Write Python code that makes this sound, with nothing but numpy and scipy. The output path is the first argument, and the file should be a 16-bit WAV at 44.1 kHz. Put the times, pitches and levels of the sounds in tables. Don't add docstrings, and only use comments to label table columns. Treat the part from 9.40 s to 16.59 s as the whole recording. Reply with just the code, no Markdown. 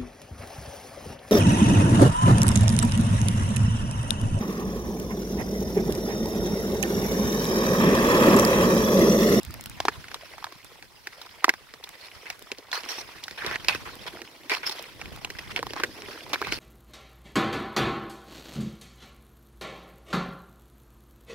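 import sys
import numpy as np
from scipy import signal
from scipy.io import wavfile
from scipy.ndimage import uniform_filter1d

SR = 44100
rng = np.random.default_rng(int(sys.argv[2]) if len(sys.argv) > 2 else 0)


def bounce(signal):
    frames = np.transpose(np.atleast_2d(signal))
    limited = np.clip(frames, -1, 1)
    pcm = np.round(limited * 32767).astype(np.int16)
    wavfile.write(sys.argv[1], SR, pcm)


N = 317079


def gain_of(db):
    return 10 ** (np.asarray(db) / 20)


def evened(x):
    return x / np.sqrt(np.mean(x ** 2) + 1e-20)


def peaked(x):
    return x / (abs(x).max() + 1e-12)


def read(points, hz):
    f, value = np.transpose(points)
    return np.interp(np.log(hz + 1), np.log(f + 1), value)


def level_over_time(points):
    return gain_of(np.interp(np.arange(N) / SR, *np.transpose(points)))


def high_pass(x, order, hz):
    return signal.sosfilt(signal.butter(order, hz, "high", fs=SR, output="sos"), x)


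def add(mix, s, sound):
    part = mix[:, round(s * SR):][:, :sound.shape[1]]
    part += sound[:, :part.shape[1]]


def ring(x, hz, width):
    r = np.exp(-np.pi * width / SR)
    return signal.lfilter([1 - r, 0, r - 1], [1, -2 * r * np.cos(2 * np.pi * hz / SR), r * r], x)


def colour(points):
    log_gain = np.log(gain_of(read(points, abs(np.fft.fftfreq(1024, 1 / SR)))))
    spectrum = np.exp(signal.hilbert(log_gain).conj())
    return np.fft.ifft(spectrum).real[:256]


def wander(count, size):
    once = uniform_filter1d(rng.standard_normal(count), size)
    return evened(uniform_filter1d(once, size))


def noise(field, hz, same):
    a, b, c, d = rng.standard_normal((field.shape[1], len(hz), 4)).T
    same = np.clip(same, -1, 1)[:, None]
    left = a + 1j * b
    right = same * left + np.sqrt(1 - same ** 2) * (c + 1j * d)
    z = np.array([left, right]) * field
    window = 2 * len(hz) - 2
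    sound = signal.istft(z, nperseg=window, noverlap=3 * (len(hz) - 1) // 2)[1]
    return evened(sound[:, :N])


# time_s, level_db
AIR_LEVEL = [(0, -43.5), (.6, -50), (.75, -56), (1.5, -62), (3.2, -61), (3.9, -58.5), (4.05, -47.5),
             (4.65, -49.5), (4.9, -60.5), (5.4, -56.5), (5.75, -46), (6.3, -47.5), (6.8, -56.5),
             (7.19, -38.5)]
# frequency_hz, level_db (per Hz)
AIR_COLOUR = [(20, -32), (70, -1.5), (150, -13), (260, -12), (700, -46)]


def air():
    frames, hz = N // 128 + 9, np.fft.rfftfreq(512, 1 / SR)
    lumps_db = 3.44 * wander(frames, size=4) + 1.65 * wander(frames, size=16)
    field = gain_of(read(AIR_COLOUR, hz)[:, None] + lumps_db)
    rumble = noise(field, hz, np.full(len(hz), -.1))
    return level_over_time(AIR_LEVEL) * high_pass(rumble, 2, 28)


# frequency_hz, level_db (per Hz)
SCRAPE_COLOUR = [(200, -21.5), (321, 0), (888, -1.5), (1720, -2), (1980, 2.5), (2600, -2.5), (3300, -3.5),
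                 (4300, -9.5), (5150, -9.5), (7470, -21.5), (10800, -18), (16000, -24.5)]
# frequency_hz, likeness (1 = identical)
LIKENESS = [(60, 0.98), (300, 1), (700, 0.39), (3000, 0.26), (10000, 0.14)]


def steel(bright_db, band_hz, band_db, rough_db):
    frames, hz = N // 64 + 5, np.fft.rfftfreq(256, 1 / SR)
    at = np.minimum(np.arange(frames) * 64, N - 1)
    patches = uniform_filter1d(rng.standard_normal((frames, len(hz))), 12, 0)
    patches = evened(uniform_filter1d(patches, 3, 1)).T
    octaves = np.log2(hz + 1)[:, None]
    treble_db = np.clip(octaves - np.log2(2500), 0, 1) * bright_db[at]
    peak_db = band_db * np.exp(-((octaves - np.log2(band_hz[at])) / 0.084) ** 2)
    field = gain_of(treble_db + peak_db + read(SCRAPE_COLOUR, hz)[:, None])
    field = field / np.sqrt(np.mean(field ** 2, 0))
    stutter_db = rough_db * (wander(frames, size=3) + 1.5 * wander(frames, size=10))
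    return noise(field * gain_of(3.5 * patches + stutter_db), hz, read(LIKENESS, hz))


def chips(typical_per_s):
    odds = typical_per_s / SR * np.exp(0.91 * wander(N, size=3000))
    size = gain_of(8.9 * np.minimum(rng.exponential(1, N), 3)) * (rng.random(N) < odds)
    pitches, t = np.geomspace(450, 5000, 20), np.arange(500) / SR
    pitch_number, out = rng.integers(0, 20, N), np.zeros((2, N))
    for k, f in enumerate(pitches):
        common, *own = rng.standard_normal((3, len(t))) * t * np.exp(-t / .0013)
        crumble = ring(common + .5 * np.array(own), f, 0.34 * f)
        crumble = crumble / np.linalg.norm(crumble)
        hits = size * (pitch_number == k)
        out += signal.oaconvolve(hits[None], crumble, axes=1)[:, :N]
    return evened(signal.lfilter(colour(SCRAPE_COLOUR), 1, out))


# frequency_hz, width_hz, level_db (the levels serve the cracks' #
ICE_MODES = [(326, 300, 12), (830, 180, 33), (1000, 220, 32), (1560, 290, 32), (2560, 220, -45),
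             (4300, 360, -47), (5280, 480, -4)]


def rung(x):
    return evened(sum(evened(ring(x, f, w)) for f, w, _ in ICE_MODES[2:]))


# time_s, level_db
BLADE_LEVEL = [(0, -51), (.6, -47.5), (1.2, -52.5), (1.55, -57), (1.75, -51.5), (2.05, -52), (2.28, -57),
               (2.4, -54.5), (2.8, -49.5), (3.25, -56.5), (3.45, -45.5), (3.75, -49.5), (4.45, -45),
               (5.03, -52.5), (5.35, -41.5), (5.55, -51), (6.5, -47), (7.19, -46.5)]
GLIDE_BRIGHT_DB, FLAKES_DB = 5.5, -3.5


def glide():
    bright_db, band_hz = np.full(N, GLIDE_BRIGHT_DB), np.full(N, 1000.)
    hiss = steel(bright_db, band_hz, band_db=2.5, rough_db=1.)
    flakes = gain_of(FLAKES_DB) * chips(typical_per_s=220)
    return level_over_time(BLADE_LEVEL) * (hiss + 0.19 * rung(hiss) + flakes)


# start_s, level_db
TICK_LIST = [(0.0317, -26), (0.0496, -25), (0.108, -28.5), (0.1406, -23), (0.2095, -23.5), (0.2388, -29),
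             (0.259, -19.5), (0.297, -22), (1.2457, -31), (2.4908, -26.5), (2.9927, -31), (3.0235, -29),
             (4.554, -29.5), (5.4249, -26.5), (5.7617, -32), (6.8944, -29.5)]


def ticks():
    mix, t = np.zeros((2, N)), np.arange(200) / SR
    for s, db in TICK_LIST:
        common, *own = rng.standard_normal((3, len(t)))
        grit = (common + 2.0 * np.array(own)) * t * np.exp(-t / 0.00075)
        add(mix, s, gain_of(db) * peaked(grit))
    return mix


# time_s, level_db (typical peak)
THUD_LIST = [(0.085, -36), (0.325, -44), (0.415, -38), (0.59, -35.5)]
THUD_HZ, THUD_S = 83.3, 0.0076


def thuds():
    mix, t = np.zeros((2, N)), np.arange(2000) / SR
    for s, db in THUD_LIST:
        chance = rng.standard_normal((2, 2))
        hz = THUD_HZ * np.exp(0.23 * chance[:, :1])
        push = t * np.exp(-t / THUD_S) * np.sin(2 * np.pi * hz * t)
        add(mix, s - 2 * THUD_S, gain_of(db + 2 * chance[:, 1:]) * peaked(push))
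    return mix


# frequency_hz, level_db
SPLINTER_COLOUR = [(1500, -21.5), (3500, 15), (5600, 7.5), (7600, -6), (10200, -5), (15500, -7)]
LEAD_S = .004
CRUMBLE_S = 0.0016
CRACK_T60_S, T60_SPREAD = 0.041, .15
BREAK, BREAK_FULL_DB, BREAK_RANGE_DB = 6.7, -12.5, 33
THUMP_CREST_DB, SPLINTER_CREST_DB = 5.5, 11.5


def crack(db, hz, thump_db, splinter_db, chance):
    t = np.arange(chance.shape[1]) / SR - LEAD_S
    t60 = CRACK_T60_S * np.exp(T60_SPREAD * chance[1, 0])
    fade = gain_of(-60 * np.maximum(t, 0) / t60)
    size = np.clip(1.5 + (db - BREAK_FULL_DB) / BREAK_RANGE_DB, .1, 1)
    jumps = 0.15 * chance[0] ** 3 + .5 * chance[1:3]
    onset = np.exp(np.minimum(t, 0) / (0.00069 + CRUMBLE_S * (1 - size)))
    jumps = jumps * fade * onset
    jumps[:, round(LEAD_S * SR)] += BREAK * size ** 2
    run = jumps.mean(0) + 0.73 * (jumps - jumps.mean(0))
    width = hz * (0.1 + 0.4 * size)
    snap = peaked(ring(ring(run * fade, hz, width), hz, 1.23 * hz))
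    sheet = peaked(sum(gain_of(g) * ring(run, f, w) for f, w, g in ICE_MODES[1:]))
    low_hz, low_width, _ = ICE_MODES[0]
    thump = ring(run, low_hz, low_width)
    thump = peaked(ring(ring(thump, low_hz, 610), low_hz, 670))
    splinters = peaked(signal.lfilter(colour(SPLINTER_COLOUR), 1, jumps * fade ** 0.34))
    sound = gain_of(db) * (snap + 0.42 * sheet)
    sound = sound + gain_of(thump_db + THUMP_CREST_DB) * thump
    sound = sound + gain_of(splinter_db + SPLINTER_CREST_DB) * splinters
    lag = int(np.clip(np.round(2.8 + 0.66 * chance[0, 0]), -2, 4))
    return np.array([np.roll(sound[0], lag), sound[1]])


# time_s (1.8 ms ahead of the main break),
# snap_db (peak), pitch_hz (of the snap), thump_db (nominal rms), splinters_db (nominal rms)
CRACK_LIST = [(0.401, -15.5, 800, -37.5, -25.5), (0.451, -12.5, 690, -27, -28.5),
              (0.482, -5, 1190, -24.5, -24), (0.641, -30, 1710, -58, -54), (0.682, -27.5, 2040, -63, -47),
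              (0.714, -28.5, 1330, -71, -41), (0.742, -25, 990, -60, -29.5), (0.98, -29.5, 1010, -58, -45),
              (1.0248, -31, 950, -62, -63), (1.041, -20.5, 1040, -51, -29.5), (1.066, -30, 980, -70, -52),
              (1.122, -32, 890, -47, -43), (1.424, -29, 1790, -55, -42), (1.67, -19.5, 1760, -45.5, -32.5),
              (1.814, -33.5, 1110, -74, -37.5), (1.861, -39, 970, -70, -46),
              (2.042, -2, 1260, -27.5, -16.5), (2.08, -13.5, 670, -21, -40), (2.091, -3, 1640, -30, -18),
              (2.137, -22, 1090, -47, -36.5), (2.337, -31.5, 1100, -42, -39),
              (2.438, -35, 3230, -55, -34.5), (2.9, -17, 2080, -72, -29.5),
              (3.116, -14.5, 2360, -35.5, -34), (3.183, -32, 3400, -38, -43), (3.315, -21, 3200, -68, -33),
              (3.3277, -15, 1920, -45, -37), (3.433, -27, 2940, -41.5, -49), (3.459, -31, 1000, -42, -55),
              (3.581, -28.5, 810, -37.5, -49), (3.837, -39, 3530, -70, -32),
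              (3.88, -22.5, 1740, -72, -35.5), (3.909, -28, 1840, -42, -35), (4.045, -18, 1800, -32, -50),
              (4.062, -27, 1750, -33, -26), (4.111, -18, 1630, -35, -61), (4.156, -15, 1750, -47, -38),
              (4.245, -21, 2000, -45, -33), (4.283, -8, 2350, -42, -15.5), (4.347, -22, 1760, -33.5, -31),
              (4.816, -24.5, 1750, -39.5, -36), (5.0952, -16, 1890, -46, -24), (5.108, -30, 2500, -39, -37),
              (5.115, -21, 1010, -34, -40), (5.148, -13, 2100, -58, -40), (5.294, -27, 845, -40.5, -27),
              (5.39, -37, 2080, -68, -39), (5.613, -23, 1870, -67, -40), (5.656, -25, 2120, -59, -58),
              (5.846, -13.5, 2600, -44, -40), (5.901, -23, 2120, -38.5, -34.5), (6.161, -9, 2100, -36, -42),
              (6.19, -17.5, 1940, -31, -49), (6.227, -18, 910, -31, -33), (6.266, -24, 890, -39, -35),
              (6.305, -23, 2340, -34.5, -53), (6.333, -24, 1060, -33.5, -33.5),
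              (6.362, -23, 800, -37.5, -37), (6.398, -22, 1040, -33.5, -37), (6.434, -10, 1440, -25.5, -25),
              (6.619, -23, 1990, -53, -39), (6.684, -30, 982, -39, -48), (6.931, -18, 990, -34, -24.5),
              (6.956, -20, 1300, -42, -42), (7.0146, -16.5, 1170, -27, -34), (7.023, -18, 1290, -45, -45),
              (7.069, -22, 1020, -34.5, -33), (7.122, -9, 2170, -29.5, -28)]


def cracks():
    mix = np.zeros((2, N))
    for s, *row in CRACK_LIST:
        chance = rng.standard_normal((3, 3000))
        add(mix, s - .0022, crack(*row, chance))
    return mix


def slips(per_s, decay_s):
    sizes = gain_of(2.7 * np.minimum(rng.exponential(1, N), 3))
    catches = sizes * (rng.random(N) < per_s / SR)
    keep = np.exp(-1 / (decay_s * SR))
    return evened(signal.lfilter([1], [1, -keep], uniform_filter1d(catches, size=20)))


# start_s, length_s, level_db (at the start), change_db (by the end), band_hz (strongest band)
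BITE_LIST = [(2.593, 0.079, -52.5, 8, 4300), (2.855, 0.076, -38.5, -11, 2140),
             (3.328, 0.082, -28.5, -11.5, 4300), (3.487, 0.13, -32, -9, 5630),
             (3.975, 0.18, -34.5, 1.5, 1735), (4.283, 0.079, -22.5, -15.5, 2580),
             (4.452, 0.038, -37, -1, 1220), (4.664, 0.019, -34, -1, 3050), (5.099, 0.048, -24, -1, 2290),
             (5.158, 0.025, -32, -8, 4300), (5.23, 0.044, -33.5, -3, 1510), (5.265, 0.035, -37, -7, 5200),
             (5.31, 0.014, -34.5, 1, 5200), (5.985, 0.0083, -27.5, -4.5, 2800),
             (6.103, 0.013, -36, 3.5, 2030), (6.166, 0.014, -30.5, -3, 2410), (6.357, 0.049, -36, 1, 1200),
             (6.707, 0.024, -43.5, 6, 2630), (6.934, 0.013, -18, -7.5, 2280),
             (7.036, 0.14, -34.5, -7, 2230), (7.118, 0.031, -35, -8, 4570)]
BITE_BRIGHT_DB, BRIGHT_DB_PER_OCTAVE = -4, 7.5
CATCHES_PER_S, CATCH_S, CHATTER = 220, .003, .4


def bites():
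    t = np.arange(N) / SR
    level, band_hz = np.zeros(N), np.full(N, 2000.)
    for start, length, db, change_db, hz in BITE_LIST:
        attack = np.clip((t - start) / .002, 0, 1)
        release = np.exp(-np.maximum(t - start - length, 0) / .006)
        progress = np.clip((t - start) / length, 0, 1)
        level += gain_of(db + change_db * progress) * attack * release
        band_hz[t > start - .01] = hz
    level *= 1.2 - CHATTER + CHATTER * slips(CATCHES_PER_S, CATCH_S)
    bright_db = BITE_BRIGHT_DB + BRIGHT_DB_PER_OCTAVE * np.log2(band_hz / 2000)
    rasp = steel(bright_db, band_hz, band_db=8.0, rough_db=-0.7)
    rasp = evened(rasp + 0.42 * rung(rasp))
    return level * high_pass(rasp, 1, 600)


# time_s, level_db
DRUM_LEVEL = [(0, -81), (2.5, -75), (4.5, -52.5), (5.5, -57.5), (5.75, -53.5), (7.19, -45)]


def drum():
    hz, width, _ = ICE_MODES[0]
    bumps = rng.standard_normal(N) * gain_of(5.76 * wander(N, size=500))
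    return level_over_time(DRUM_LEVEL) * evened(ring(ring(bumps, hz, width), hz, width))


def scene():
    left, right = high_pass(glide() + bites(), 4, 300)
    ice = ticks() + cracks() + drum() + [np.roll(left, 1), right]
    port_balance = gain_of([[-.9], [.9]])
    return ice * port_balance + air() + thuds()


HISS_DB, EDGE_HZ = -61.5, 15800


def record(dry):
    heard = dry + gain_of(HISS_DB) * rng.standard_normal(dry.shape)
    loaded = 1.3 * np.tanh(heard / 1.3)
    band_limit = signal.firwin(511, EDGE_HZ, window=("kaiser", 9), fs=SR)
    return signal.oaconvolve(loaded, band_limit[None], "same")


dry = scene()
out = record(dry)
bounce(out)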